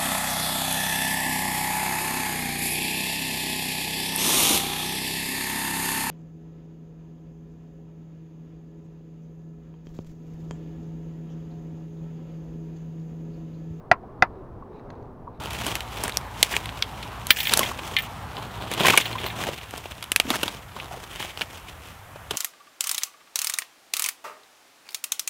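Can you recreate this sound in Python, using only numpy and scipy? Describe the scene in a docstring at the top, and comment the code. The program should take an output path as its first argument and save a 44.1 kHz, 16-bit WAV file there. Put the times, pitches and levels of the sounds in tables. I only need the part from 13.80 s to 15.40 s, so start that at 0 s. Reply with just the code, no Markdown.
"""Wind and water rumble on a shore. A hand tool knocks twice on an oyster fixed to a rock, close enough
to overload the microphone: each impact excites damped modes of shell and tool and scatters off the rocks.
Between the blows a bubble resonates in a pool with a plip. Afterwards a faint high rasp and a faint hum
come and go, a few more bubbles ring, and the tool's tip ticks lightly on the shell."""
import sys
import numpy as np
from scipy import signal
from scipy.fft import rfft, irfft
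from scipy.io import wavfile
from scipy.ndimage import map_coordinates

SR = 44100
rng = np.random.default_rng(int(sys.argv[2]) if len(sys.argv) > 2 else 0)


def unload_audio(sound):
    """Save the sound as a 16-bit wav file, at the path given as the first command line argument."""
    columns = np.transpose(np.atleast_2d(sound))
    # keep every value between -1 and 1, then stretch to whole-number steps
    steps = np.round(np.clip(columns, -1, 1) * 32767)
    wavfile.write(sys.argv[1], SR, steps.astype(np.int16))


N = 70560
TIME = np.arange(N) / SR


def amp(db):
    """Amplitude ratio of a level in decibels."""
    return 10 ** (np.asarray(db) / 20)


def unit(x):
    """Normalisation to rms 1."""
    return x / np.sqrt(np.mean(x ** 2) + 1e-20)


def along(points, hz):
    """Interpolation on a logarithmic frequency axis."""
    freqs, values = np.transpose(points)
    return np.interp(np.log(hz + 1), np.log(freqs + 1), values)


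def level(points):
    """Gain envelope, interpolated in decibels."""
    return amp(np.interp(TIME, *np.transpose(points)))


def filtered(x, response):
    """Zero-phase filtering by a frequency response."""
    mirrored = np.concatenate([x, x[::-1]])
    hz = np.fft.rfftfreq(len(mirrored), 1 / SR)
    return irfft(rfft(mirrored) * response(hz))[:len(x)]


def noise(spectrum):
    """Spectrally shaped noise of rms 1."""
    return unit(filtered(rng.standard_normal(N), lambda hz: amp(along(spectrum, hz))))


def wobble(rate):
    """Smooth random modulation, with rate knots a second."""
    return map_coordinates(rng.standard_normal(N // 8), [TIME * rate], mode="mirror")


def since(start):
    """Seconds elapsed since start, zero before."""
    return np.maximum(TIME - start, 0)


def fade(t, rise, t60):
    """Exponential rise and decay; t60 is the time to fall 60 dB."""
    return (1 - np.exp(-t / rise)) * np.exp(-np.log(1000) * t / t60)


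def tilt(hz, db_per_octave, pivot_hz=1500):
    """Spectral slope about a pivot sets the brightness."""
    return amp(db_per_octave * np.log2(np.maximum(hz, pivot_hz / 2) / pivot_hz))


# Spectra of wash and buffeting. Each row: frequency in Hz, relative level in dB.
WASH_SPECTRUM = [(20, -1.5), (45, 0), (80, -2.5), (125, 1.5), (160, -3), (260, -3.5), (310, -4.5),
                 (390, -3.5), (560, -8), (750, -9.5), (1050, -12), (1600, -25.5), (2200, -36), (3200, -43),
                 (4000, -45.5), (6000, -52.5), (9000, -69.5)]
BUFFET_SPECTRUM = [(15, -3), (35, -6.5), (70, 2), (120, -2), (200, -11.5), (600, -48.5), (2000, -120)]
# Their envelopes. Each row: time in seconds, level in dB.
WASH_LEVELS = [(0, -46.5), (0.25, -44), (0.55, -43), (0.72, -44.5), (0.95, -44), (1.15, -41), (1.35, -45),
               (1.6, -45)]
BUFFET_LEVELS = [(0, -56.5), (0.2, -52.5), (0.3, -57), (0.38, -56), (0.5, -46), (0.6, -54.5), (0.71, -45.5),
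                 (0.9, -53), (1.1, -52), (1.25, -54), (1.42, -43), (1.5, -52), (1.6, -51.5)]
def shore(swing_db=4):
    """Turbulence: wind and water make a low wash, and pressure fluctuations buffet the microphone."""
    wash = level(WASH_LEVELS) * amp(0.2 * wobble(7.6)) * noise(WASH_SPECTRUM)
    buffeting = unit(noise(BUFFET_SPECTRUM) * amp(swing_db * wobble(28)))
    return wash + level(BUFFET_LEVELS) * buffeting


# Spectrum of the contact. Each row: frequency in Hz, relative level in dB.
CRACK_SPECTRUM = [(200, -5), (1400, 8.5), (2500, -10), (3200, -23.5), (5500, -15.5), (7000, -20.5),
                  (8500, -34), (15000, -37)]
def crack(start, lead_s=0.00045):
    """A brief contact is broadband: a first touch, then the brittle crack of the full blow."""
    touch = amp(-16.5) * noise(CRACK_SPECTRUM) * fade(since(start - lead_s), rise=0.00015, t60=0.001)
    return touch + amp(-7) * noise(CRACK_SPECTRUM) * fade(since(start), rise=0.0004, t60=0.0087)


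# Spectrum of the rock under the shell. Each row: frequency in Hz, relative level in dB.
THUD_SPECTRUM = [(25, -9), (60, -5), (115, -4), (200, -11.5), (320, 2), (400, -6.5), (520, 2), (650, -2),
                 (900, -15), (2000, -46)]
def thud(start):
    """Transmission of the impact into the rock gives a dull, damped burst."""
    return noise(THUD_SPECTRUM) * fade(since(start), rise=0.0013, t60=0.067)


# Modes of shell and tool. Each row: frequency in Hz, level in dB, t60 in seconds.
SHELL_MODES = [(103.7, -23.5, 0.045), (289.45, -26.5, 0.016), (652.3, -5.5, 0.02), (735.6, 0.5, 0.031),
               (1013, -23.5, 0.081), (1385, -3, 0.025), (1645, -2, 0.015), (1986, 0.5, 0.024),
               (2466, -4.5, 0.013), (2742, -20, 0.017), (3566, -20, 0.023), (4725, -25, 0.025),
               (5680, -26.5, 0.015), (6200, -27.5, 0.02)]
def ring(start, pitch, length, slope):
    """Free vibration is a sum of damped modes, here with neighbours in opposite phase."""
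    t, out = since(start), np.zeros(N)
    for k, (hz, db, t60) in enumerate(SHELL_MODES):
        hz = hz * pitch * (1 + 0.002 * rng.standard_normal())
        envelope = amp(db) * tilt(hz, slope) * fade(t, rise=0.0013, t60=t60 * length)
        out += (-1) ** k * envelope * np.sin(2 * np.pi * hz * t)
    return out


# Spectrum of the echo. Each row: frequency in Hz, relative level in dB.
ECHO_SPECTRUM = [(80, -19), (400, -8), (750, -2.5), (1030, 1), (2000, -3.5), (2700, -10.5), (3200, -22.5),
                 (5000, -20), (7000, -43), (8000, -58), (12000, -62)]
# Its decay. Each row: frequency in Hz, t60 in seconds.
ECHO_DECAY = [(200, 0.1), (1000, 0.1), (2000, 0.066), (5000, 0.052), (10000, 0.04)]
def rock_echo(start, rise_s=0.001):
    """Diffuse scattering from rough rocks leaves a tail whose treble dies first."""
    hz, t, spectrogram = signal.stft(noise(ECHO_SPECTRUM), SR, nperseg=256)
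    decay = np.exp(-np.log(1000) * np.maximum(t - start, 0) / along(ECHO_DECAY, hz)[:, None])
    tail = signal.istft(spectrogram * decay, SR, nperseg=256)[1][:N]
    return tail * (1 - np.exp(-since(start) / rise_s))


# Blows of the tool. Each row: start in seconds, gain in dB, pitch ratio, ring length ratio,
# echo gain in dB, ring slope in dB per octave, thud gain in dB.
TOOL_BLOWS = [(0.1141, 1.5, 0.992, 0.89, -17, -1.45, -30), (0.4230, 0, 1.01, 0.99, -15.5, 0.74, -20)]
def knocks():
    """Impact excitation: the crack, thud, ring and echo of each blow superpose."""
    out = np.zeros(N)
    for start, db, pitch, length, echo_db, slope, thud_db in TOOL_BLOWS:
        direct = crack(start) + amp(thud_db) * thud(start) + ring(start, pitch, length, slope)
        out += amp(db) * (direct + amp(echo_db) * rock_echo(start))
    return out


# Bubbles in the pool. Each row: start in seconds, initial frequency in Hz, level in dB, t60 in seconds.
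BUBBLES = [(0.235, 733, -33, 0.058), (0.824, 1074, -31.5, 0.033), (1.4712, 932, -32.5, 0.091),
           (1.4768, 1089, -25, 0.023)]
def plips(glide_per_s=3.1):
    """Bubble resonance: trapped air pulsates as a damped oscillator, rising in pitch."""
    out = np.zeros(N)
    for start, hz, db, t60 in BUBBLES:
        t = since(start)
        phase = 2 * np.pi * hz * t * (1 + glide_per_s * t / 2)
        out += amp(db) * fade(t, rise=0.0015, t60=t60) * np.sin(phase)
    return out


# Swells of a faint high rasp. Each row: centre in seconds, half length in seconds, level in dB.
RASP_SWELLS = [(0.565, 0.057, -75), (0.971, 0.048, -64), (1.145, 0.046, -73.5), (1.558, 0.028, -71)]
# Their spectrum. Each row: frequency in Hz, relative level in dB.
RASP_SPECTRUM = [(1000, -5), (2500, 1.5), (3300, -15.5), (3700, -0.5), (3950, 1), (4300, -11), (6400, -25),
                 (8000, -35)]
def rasps(roughness_db=3):
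    """Fast random amplitude modulation roughens noise with peaks near 2.5 and 4 kHz into a rasp."""
    envelope = sum(amp(db) * np.exp(-((TIME - centre) / half) ** 2) for centre, half, db in RASP_SWELLS)
    return envelope * unit(noise(RASP_SPECTRUM) * amp(roughness_db * wobble(230)))


# Swells of hum. Each row: centre in seconds, half length in seconds, frequency in Hz, rms level in dB.
HUM_SWELLS = [(0.588, 0.032, 380.6, -44), (0.903, 0.025, 368, -47), (0.942, 0.059, 423.5, -48.5),
              (1.21, 0.25, 250.1, -56.5)]
def hum(waver=0.02):
    """Random frequency modulation makes faint tones waver as they swell and fade."""
    out = np.zeros(N)
    for centre, half, hz, db in HUM_SWELLS:
        envelope = amp(db) * np.exp(-((TIME - centre) / half) ** 2)
        phase = 2 * np.pi * np.cumsum(hz * (1 + waver * wobble(40.04))) / SR
        out += envelope * np.sqrt(2) * np.sin(phase)
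    return out


# Touches of the tip. Each row: start in seconds, gain in dB, slope in dB per octave.
TOUCHES = [(0.996, -41.5, -5), (1.1033, -37, 2), (1.128, -61, 5.5), (1.154, -59, 2), (1.226, -55.5, 3.5),
           (1.256, -59.5, 2), (1.54, -52, -9), (1.551, -59, -7.5)]
# Their spectrum before the slope. Each row: frequency in Hz, relative level in dB.
TICK_SPECTRUM = [(500, -17), (1100, 0), (1650, 11), (2400, -5), (3000, -14), (4200, -2.5), (5500, -27),
                 (6500, -8), (7100, -28), (15000, -42)]
def ticks():
    """Impact transients: light ticks on the shell, each with its own level and brightness."""
    out = np.zeros(N)
    for start, db, slope in TOUCHES:
        contact = filtered(noise(TICK_SPECTRUM), lambda hz: tilt(hz, slope))
        out += amp(db) * fade(since(start), rise=0.00036, t60=0.016) * contact
    return out


def scene():
    """Superposition of the tool's sounds and their surroundings at one microphone."""
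    tool = knocks() + ticks()
    return (tool + rasps() + shore() + plips() + hum())[None]


# Microphone response and self-noise. Each row: frequency in Hz, relative level in dB.
MIC_RESPONSE = [(6800, 0.5), (7600, -2), (7950, -18), (8500, 0), (12500, 0.5), (13500, -7), (15800, -6)]
HISS_SPECTRUM = [(100, -5.5), (3000, 1), (8000, 0.5), (15800, 0.5)]
def record(dry, ceiling=0.96, knee=7, top_hz=15850):
    """Saturation rounds the peaks; the microphone colours the treble, hisses and limits the band."""
    saturated = dry[0] / (1 + np.abs(dry[0] / ceiling) ** knee) ** (1 / knee)
    coloured = filtered(saturated, lambda hz: amp(along(MIC_RESPONSE, hz)))
    hiss = amp(-80) * noise(HISS_SPECTRUM)
    return filtered(coloured + hiss, lambda hz: hz < top_hz)[None]


dry = scene()
out = record(dry)
unload_audio(out)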